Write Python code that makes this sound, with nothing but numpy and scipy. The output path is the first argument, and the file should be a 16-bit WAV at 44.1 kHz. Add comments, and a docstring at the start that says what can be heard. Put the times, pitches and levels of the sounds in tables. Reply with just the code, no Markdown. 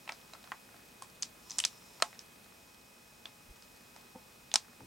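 """Dry leaves and twigs crack sharply, near and far, as wild turkeys walk over a quiet wooded hillside.
Each crack is a noise-splintered pulse with a damped ring, a woody stem and a short scatter from ground and trunks.
Faint random ticks of resonant noise fill the litter between, and two dull knocks ring a hollow body.
Below lie the hand-held camera's sine whine, zoom whirr and soft rumbling bumps.
Shaped noise makes the still air of the wood and the microphone hiss."""
import sys
import numpy as np
from scipy import signal
from scipy.fft import rfft, irfft
from scipy.io import wavfile
from scipy.ndimage import uniform_filter1d

SR = 44100
rng = np.random.default_rng(int(sys.argv[2]) if len(sys.argv) > 2 else 0)


def master_out(mix):
    """Clip the mix to full scale and print it as 16-bit PCM to the path in sys.argv[1]."""
    frames = np.transpose(np.atleast_2d(mix))
    ceiling = np.clip(frames, -1, 1)
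    pcm = np.round(ceiling * 32767).astype(np.int16)
    wavfile.write(sys.argv[1], SR, pcm)


N = 214354
TIME = np.arange(N) / SR


def from_db(db):
    """Decibels to gain."""
    return 10 ** (np.asarray(db) / 20)


def rms_one(x):
    """Scale to rms 1, over all channels together."""
    return x / np.sqrt(np.mean(x ** 2) + 1e-20)


def in_time(rows):
    """Draw straight lines between the points of a time curve, one value per sample."""
    return np.interp(TIME, *np.transpose(rows))


def at_hz(points, hz):
    """Read a spectrum on a log-frequency axis."""
    pitch, value = np.transpose(points)
    return np.interp(np.log(np.maximum(hz, 1)), np.log(pitch), value)


def left_right(mid, side, alike):
    """Blend a shared and an opposed signal: likeness 1 is mono, 0 is two unrelated channels."""
    alike = np.clip(alike, 0, 1)
    opposed = side * [[1], [-1]]
    return np.sqrt(1 + alike) * mid + np.sqrt(1 - alike) * opposed


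def pair(alike, size):
    """Two white noises of given likeness."""
    mid, side = rng.standard_normal((2, size))
    return left_right(mid, side, alike) / np.sqrt(2)


def resonance(x, hz, width_hz):
    """Two-pole band-pass with a gain of about 1 at its peak."""
    radius = np.exp(-np.pi * width_hz / SR)
    feed = np.array([1, 0, -1]) * (1 - radius ** 2) / 2
    feedback = [1, -2 * radius * np.cos(2 * np.pi * hz / SR), radius ** 2]
    return signal.lfilter(feed, feedback, x)


def causal(db):
    """Minimum-phase response with this level at each bin: nothing sounds early."""
    cepstrum = irfft(np.log(from_db(db)))
    half = len(cepstrum) // 2
    # fold the time-reversed half onto the forward half
    cepstrum[1:half] *= 2
    cepstrum[half + 1:] = 0
    return np.exp(rfft(cepstrum))


def add(out, start_s, sound):
    """Mix a sound in at its start time."""
    i = int(np.clip(round(start_s * SR), 0, N - 1))
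    out[:, i:i + sound.shape[-1]] += sound[..., :N - i]


def dying_noise(t, t60, alike):
    """Stereo noise that dies away, with a mean energy of 1 per channel."""
    noise = pair(alike, len(t)) * from_db(-60 * t / t60)
    return rms_one(noise) / np.sqrt(len(t))


def fracture(t, splinter_db, splinter_t60, bounce, bounce_s):
    """A break: one pulse, its bounce off a surface close by and brief splintering, evened to a flat spectrum."""
    burst = from_db(splinter_db) * dying_noise(t, splinter_t60, alike=0.84)
    burst[:, 0] += 1
    delay_s = abs(bounce_s) * (1 + rng.random()) / 1.5   # two to four thirds of bounce_s
    burst[:, int(delay_s * SR)] += bounce
    spectrum = rfft(burst)
    power = uniform_filter1d(np.mean(abs(spectrum) ** 2, axis=0), size=220)
    return spectrum * causal(-10 * np.log10(power))


# colour shared by all woody stems: pitch_hz [Hz], level_db [dB, relative]
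STEM_COLOUR = [(60, -39), (250, -11), (430, -14.5), (660, 1.5), (950, 1.5), (1250, -3.5), (2200, -5.5),
               (4000, -22), (16000, -74)]
SNAP_LOW_SKIRT_DB, SNAP_HIGH_SKIRT_DB = 12, 19   # steepness of a snap's band below and above its pitch
SNAP_TOP_HZ, SNAP_TOP_DB_PER_OCT = 8740, 27.5   # above this the snaps fall away
SNAP_BASS_HZ, SNAP_BASS_DB_PER_OCT = 600, 28   # and below this


def crack_colour(hz, snap_hz, snap_db, spread, stem_db):
    """dB per bin: the dry blade snaps in a band about its pitch, and the stem adds a low, woody body."""
    octave = np.log2(np.maximum(hz, 20))
    away = (octave - np.log2(snap_hz)) / spread
    steepness = np.where(away < 0, SNAP_LOW_SKIRT_DB, SNAP_HIGH_SKIRT_DB)
    skirt = steepness * np.log10(1 + away ** 2)
    top = SNAP_TOP_DB_PER_OCT * np.maximum(octave - np.log2(SNAP_TOP_HZ), 0)
    bass = SNAP_BASS_DB_PER_OCT * np.maximum(np.log2(SNAP_BASS_HZ) - octave, 0)
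    blade = from_db(snap_db - skirt - top - bass)
    stem = from_db(stem_db + at_hz(STEM_COLOUR, hz))
    return 20 * np.log10(np.hypot(blade, stem))


# leaf and twig cracks: start_s [s], snap_hz [Hz], snap_db [dB, relative],
# spread [octaves about the snap pitch], stem_db [dB, relative level of the woody stem]
LEAF_AND_TWIG_CRACKS = [(0.077, 2620, -16, 0.6, -12), (0.0919, 2280, -4, 0.54, -12.5),
                        (.0942, 2100, -7.5, 0.73, -6), (.1018, 2400, -27, .7, -14),
                        (0.121, 4950, -13, 0.38, -12), (.335, 3970, -18.5, 0.8, -15.5),
                        (0.3496, 1360, -11, .25, -30), (0.4412, 3970, -23.5, 0.57, -20),
                        (0.4745, 1350, -22.5, 1, -20), (.5191, 1570, -5.5, 0.6, -2),
                        (.524, 1200, -10, .6, -13), (0.743, 690, -21, .6, -22),
                        (1.0216, 1060, -7, .2, -17.5), (1.0226, 8600, -18, 1.23, -16.5),
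                        (1.2241, 6340, -0.5, .3, -36), (1.2305, 5000, -2.5, 0.58, -39),
                        (1.498, 5600, -17, 0.46, -30), (1.507, 6180, -7.5, 0.24, -29),
                        (1.5165, 5000, -13, 0.46, -38), (1.5847, 7300, 2, 0.33, -13.5),
                        (1.5886, 5600, 0.5, 0.92, -16), (1.6013, 2960, 0.5, 0.32, -30),
                        (1.6008, 8400, -1.5, 0.6, -35), (1.639, 3400, 4.5, 0.35, -15),
                        (1.6501, 5740, 6.5, 0.79, -14), (2.0009, 5000, -26, 1.2, -13),
                        (2.0231, 4260, 5.5, 1.5, 13), (2.129, 2070, -20.5, .5, -23.5),
                        (2.192, 5330, -14.5, 0.44, -36), (3.2558, 3430, -9.5, 0.36, -14),
                        (3.6237, 4940, -26.5, 0.66, -32), (3.963, 5030, -27, 1, -18),
                        (4.5156, 3500, -11, 0.47, -22), (4.54, 6200, 6, 0.79, 0.5),
                        (4.5574, 5130, 11, 0.63, 3), (4.8045, 880, -16, 0.36, -21)]
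# splintering of a 0 dB snap [s]; it lasts twice as long per this many dB more
SPLINTER_T60_S, SPLINTER_DOUBLES_DB = .016, 49


def cracks(level_db, ring_db, ring_width, scatter_db, scatter_t60, wetter_far, size=8192):
    """Each piece snaps with one damped ring, then litter and trunks scatter it; faint, far ones scatter more."""
    out, t, hz = np.zeros((2, N)), np.arange(size) / SR, np.fft.rfftfreq(size, 1 / SR)
    for start_s, snap_hz, snap_db, spread, stem_db in LEAF_AND_TWIG_CRACKS:
        # ring_width is a fraction of the snap pitch
        ring = causal(ring_db / (1 + ((hz / snap_hz - 1) / ring_width) ** 2))
        splinter_t60 = SPLINTER_T60_S * 2 ** (snap_db / SPLINTER_DOUBLES_DB)
        direct = ring * fracture(t, splinter_db=9.5, splinter_t60=splinter_t60, bounce=1.0, bounce_s=0.000964)
        build_up = 1 - np.exp(-t / 0.0093)   # the scatter gathers over some 9 ms
        scatter = rfft(dying_noise(t, scatter_t60, alike=0.78) * build_up)
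        wet = from_db(scatter_db - wetter_far * max(snap_db, stem_db))
        colour = causal(crack_colour(hz, snap_hz, snap_db, spread, stem_db) + level_db)
        add(out, start_s, irfft((direct + wet * scatter) * colour))
    return out


# bending modes of a twig: pitch_hz [Hz, before a small random detuning], level_db [dB, relative], t60_s [s]
TWIG_BENDING_MODES = [(691, -5, 0.076), (865, -10, 0.16), (1060, -4.5, 0.1), (1293, 3.5, 0.051)]
TWIG_RING_DB = -44.5   # ring of the twig against the level of its stem


def twigs(pan_db, size=4096):
    """A snapped twig rings in its bending modes, the more the woodier it is, each slightly detuned at random."""
    out, t = np.zeros((2, N)), np.arange(size) / SR
    for start_s, *_, stem_db in LEAF_AND_TWIG_CRACKS:
        for hz, mode_db, t60 in TWIG_BENDING_MODES:
            pitch = hz * (1 + 0.0075 * rng.standard_normal())
            decay = from_db(stem_db + TWIG_RING_DB + mode_db - 60 * t / t60)
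            add(out, start_s, decay * np.cos(2 * np.pi * pitch * t))
    # pan_db is left against right
    return out * from_db(np.array([[.5], [-.5]]) * pan_db)


# how busy the small leaf ticks are: time_s [s, point of a curve joined by straight lines], rate [ticks per s]
TICK_RATE = [(0, 43), (.6, 25), (1.2, 12), (2.2, 20), (2.6, 4), (3.8, 6), (4.86, 14)]


def leaf_ticks(level_db, spread_db, t60, count=6, size=1024):
    """Tiny breaks in the litter come at random, each on one of a few leaf pitches."""
    born = rng.random(N) < in_time(TICK_RATE) / SR
    clicks = born * from_db(level_db + spread_db * rng.uniform(-0.42, 1, N))
    leaf = rng.integers(0, count, N)
    t, out = np.arange(size) / SR, 0
    for k, hz in enumerate(np.geomspace(900, 5500, count)):
        tick = resonance(dying_noise(t, t60, alike=1.0), hz, hz)
        tick = tick * np.sqrt(1000 / hz)   # evens out the wider bands of higher leaves
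        chosen = (clicks * (leaf == k))[None]
        out = out + signal.oaconvolve(chosen, tick, axes=1)[:, :N]
    return out


# dull knocks: start_s [s], level_db [dB, peak of a 0 dB mode], contact_s [s]
DULL_KNOCKS = [(4.148, -43, 0.0195), (4.804, -67, 0.04)]
# what a knock rings with: pitch_hz [Hz], level_db [dB, relative], t60_s [s]
HOLLOW_BODY_MODES = [(268, 0, 0.14), (513, -3, 0.092), (770, -4.5, 0.038), (883, -12, 0.13)]


def knocks(size=8192):
    """A soft, slightly chattering contact sets a hollow body ringing."""
    out, t = np.zeros((2, N)), np.arange(size) / SR
    for start_s, level_db, contact_s in DULL_KNOCKS:
        push = rng.standard_normal(size) * np.sin(np.pi * np.minimum(t / contact_s, 1))
        for hz, mode_db, t60 in HOLLOW_BODY_MODES:
            mode = np.sin(2 * np.pi * hz * t) * from_db(-60 * t / t60)
            ring = signal.fftconvolve(push, mode)[:size]
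            add(out, start_s, from_db(level_db + mode_db) * ring / abs(ring).max())
    return out


# soft bumps of the hand on the camera: centre_s [s], level_db [dB, rms],
# pitch_hz [Hz], length_s [s, standard deviation of the swell]
HAND_BUMPS = [(3.502, -50.5, 42.4, 0.012), (4.44, -71, 40, 0.023), (4.828, -55.5, 169, 0.028),
              (4.842, -62, 50.3, .03)]


def bumps():
    """The hand shifts on the camera: short swells of low, resonant noise."""
    out = 0
    for centre_s, level_db, hz, length_s in HAND_BUMPS:
        swell = np.exp(-.5 * ((TIME - centre_s) / length_s) ** 2)
        noise = rng.standard_normal(N)
        rumble = swell * resonance(resonance(noise, hz, hz), hz, hz)
        level = np.sqrt(np.sum(swell ** 2) / np.sum(rumble ** 2))
        out = out + from_db(level_db) * rumble * level
    return out


# steady whine of the camera: pitch_hz [Hz], level_db [dB, rms]
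CAMERA_WHINE = [(242, -78.5), (839.8, -78), (1259, -79), (2517, -70), (5034, -84), (8391, -78)]
# level of the zoom motor: time_s [s, point of a curve joined by straight lines], level_db [dB, rms]
ZOOM_LEVEL = [(0, -67), (1.3, -81), (1.44, -66), (1.53, -53.5), (1.8, -64), (2.1, -62.5), (2.3, -88),
              (2.6, -69.5), (4.86, -71.5)]
# resonances of the zoom gears: pitch_hz [Hz], width_hz [Hz], level_db [dB, relative]
ZOOM_GEAR_MODES = [(984, 56, 5), (4000, 600, -6.5), (5290, 120, 4), (5600, 420, -0.5), (6850, 390, -3.5)]


def camera(waver):
    """A small motor whines with slightly uneven speed; the zoom gears whirr in their resonances."""
    speed = 1 + waver * rms_one(uniform_filter1d(rng.standard_normal(N), size=1500))
    clock = np.cumsum(speed) / SR
    whine = 0
    for hz, level_db in CAMERA_WHINE:
        tone = np.sin(2 * np.pi * (hz * clock + rng.random()))
        whine = whine + np.sqrt(2) * from_db(level_db) * tone
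    gears = pair(0.84, N)
    whirr = sum(from_db(level_db) * resonance(gears, hz, width_hz) for hz, width_hz, level_db in ZOOM_GEAR_MODES)
    return whine + from_db(in_time(ZOOM_LEVEL)) * rms_one(whirr)


# colour of the wood's air and microphone hiss: pitch_hz [Hz], level_db [dB per Hz, relative]
AIR_COLOUR = [(15, -55), (25, -28), (43, -7), (75, -9), (240, -3.5), (289, -9.5), (457, -7.5), (666, -9),
              (826, -11), (970, -10.5), (1240, -12.5), (2300, -14), (2490, -14.5), (2770, -16),
              (15500, -23)]
# level of the air: time_s [s, point of a curve joined by straight lines], level_db [dB, rms]
AIR_LEVEL = [(0, -57.5), (1.2, -57.5), (2.3, -57.5), (2.8, -59.5), (3.9, -58), (4.86, -59)]
# left-right likeness of the air: pitch_hz [Hz], likeness [0-1]
AIR_LIKENESS = [(50, 0.95), (130, 0.97), (260, 0.75), (600, 0), (2000, 0.09), (6000, 0.89), (12000, 1)]


def air():
    """Still air and hiss as smooth shaped noise, widest between about 600 and 2000 Hz."""
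    hz = np.fft.rfftfreq(N, 1 / SR)
    mid, side = rfft(rng.standard_normal((2, N))) * from_db(at_hz(AIR_COLOUR, hz))
    spectrum = left_right(mid, side, at_hz(AIR_LIKENESS, hz))
    return from_db(in_time(AIR_LEVEL)) * rms_one(irfft(spectrum, N))


def scene():
    """Cracking leaf litter over the camera's own sounds and the quiet of the wood."""
    snaps = cracks(level_db=0.0, ring_db=8, ring_width=0.05, scatter_db=-6.5, scatter_t60=0.13, wetter_far=0.44)
    ticks = leaf_ticks(level_db=-28, spread_db=5.0, t60=.02)
    litter = snaps + twigs(pan_db=-6.0) + ticks + knocks()
    return litter + bumps() + camera(waver=0.00072) + air()


def record(dry):
    """The top is cut steeply above 16 kHz."""
    low_pass = signal.ellip(10, .1, 70, 16000, fs=SR, output="sos")
    return signal.sosfilt(low_pass, dry)


dry = scene()
out = record(dry)
master_out(out)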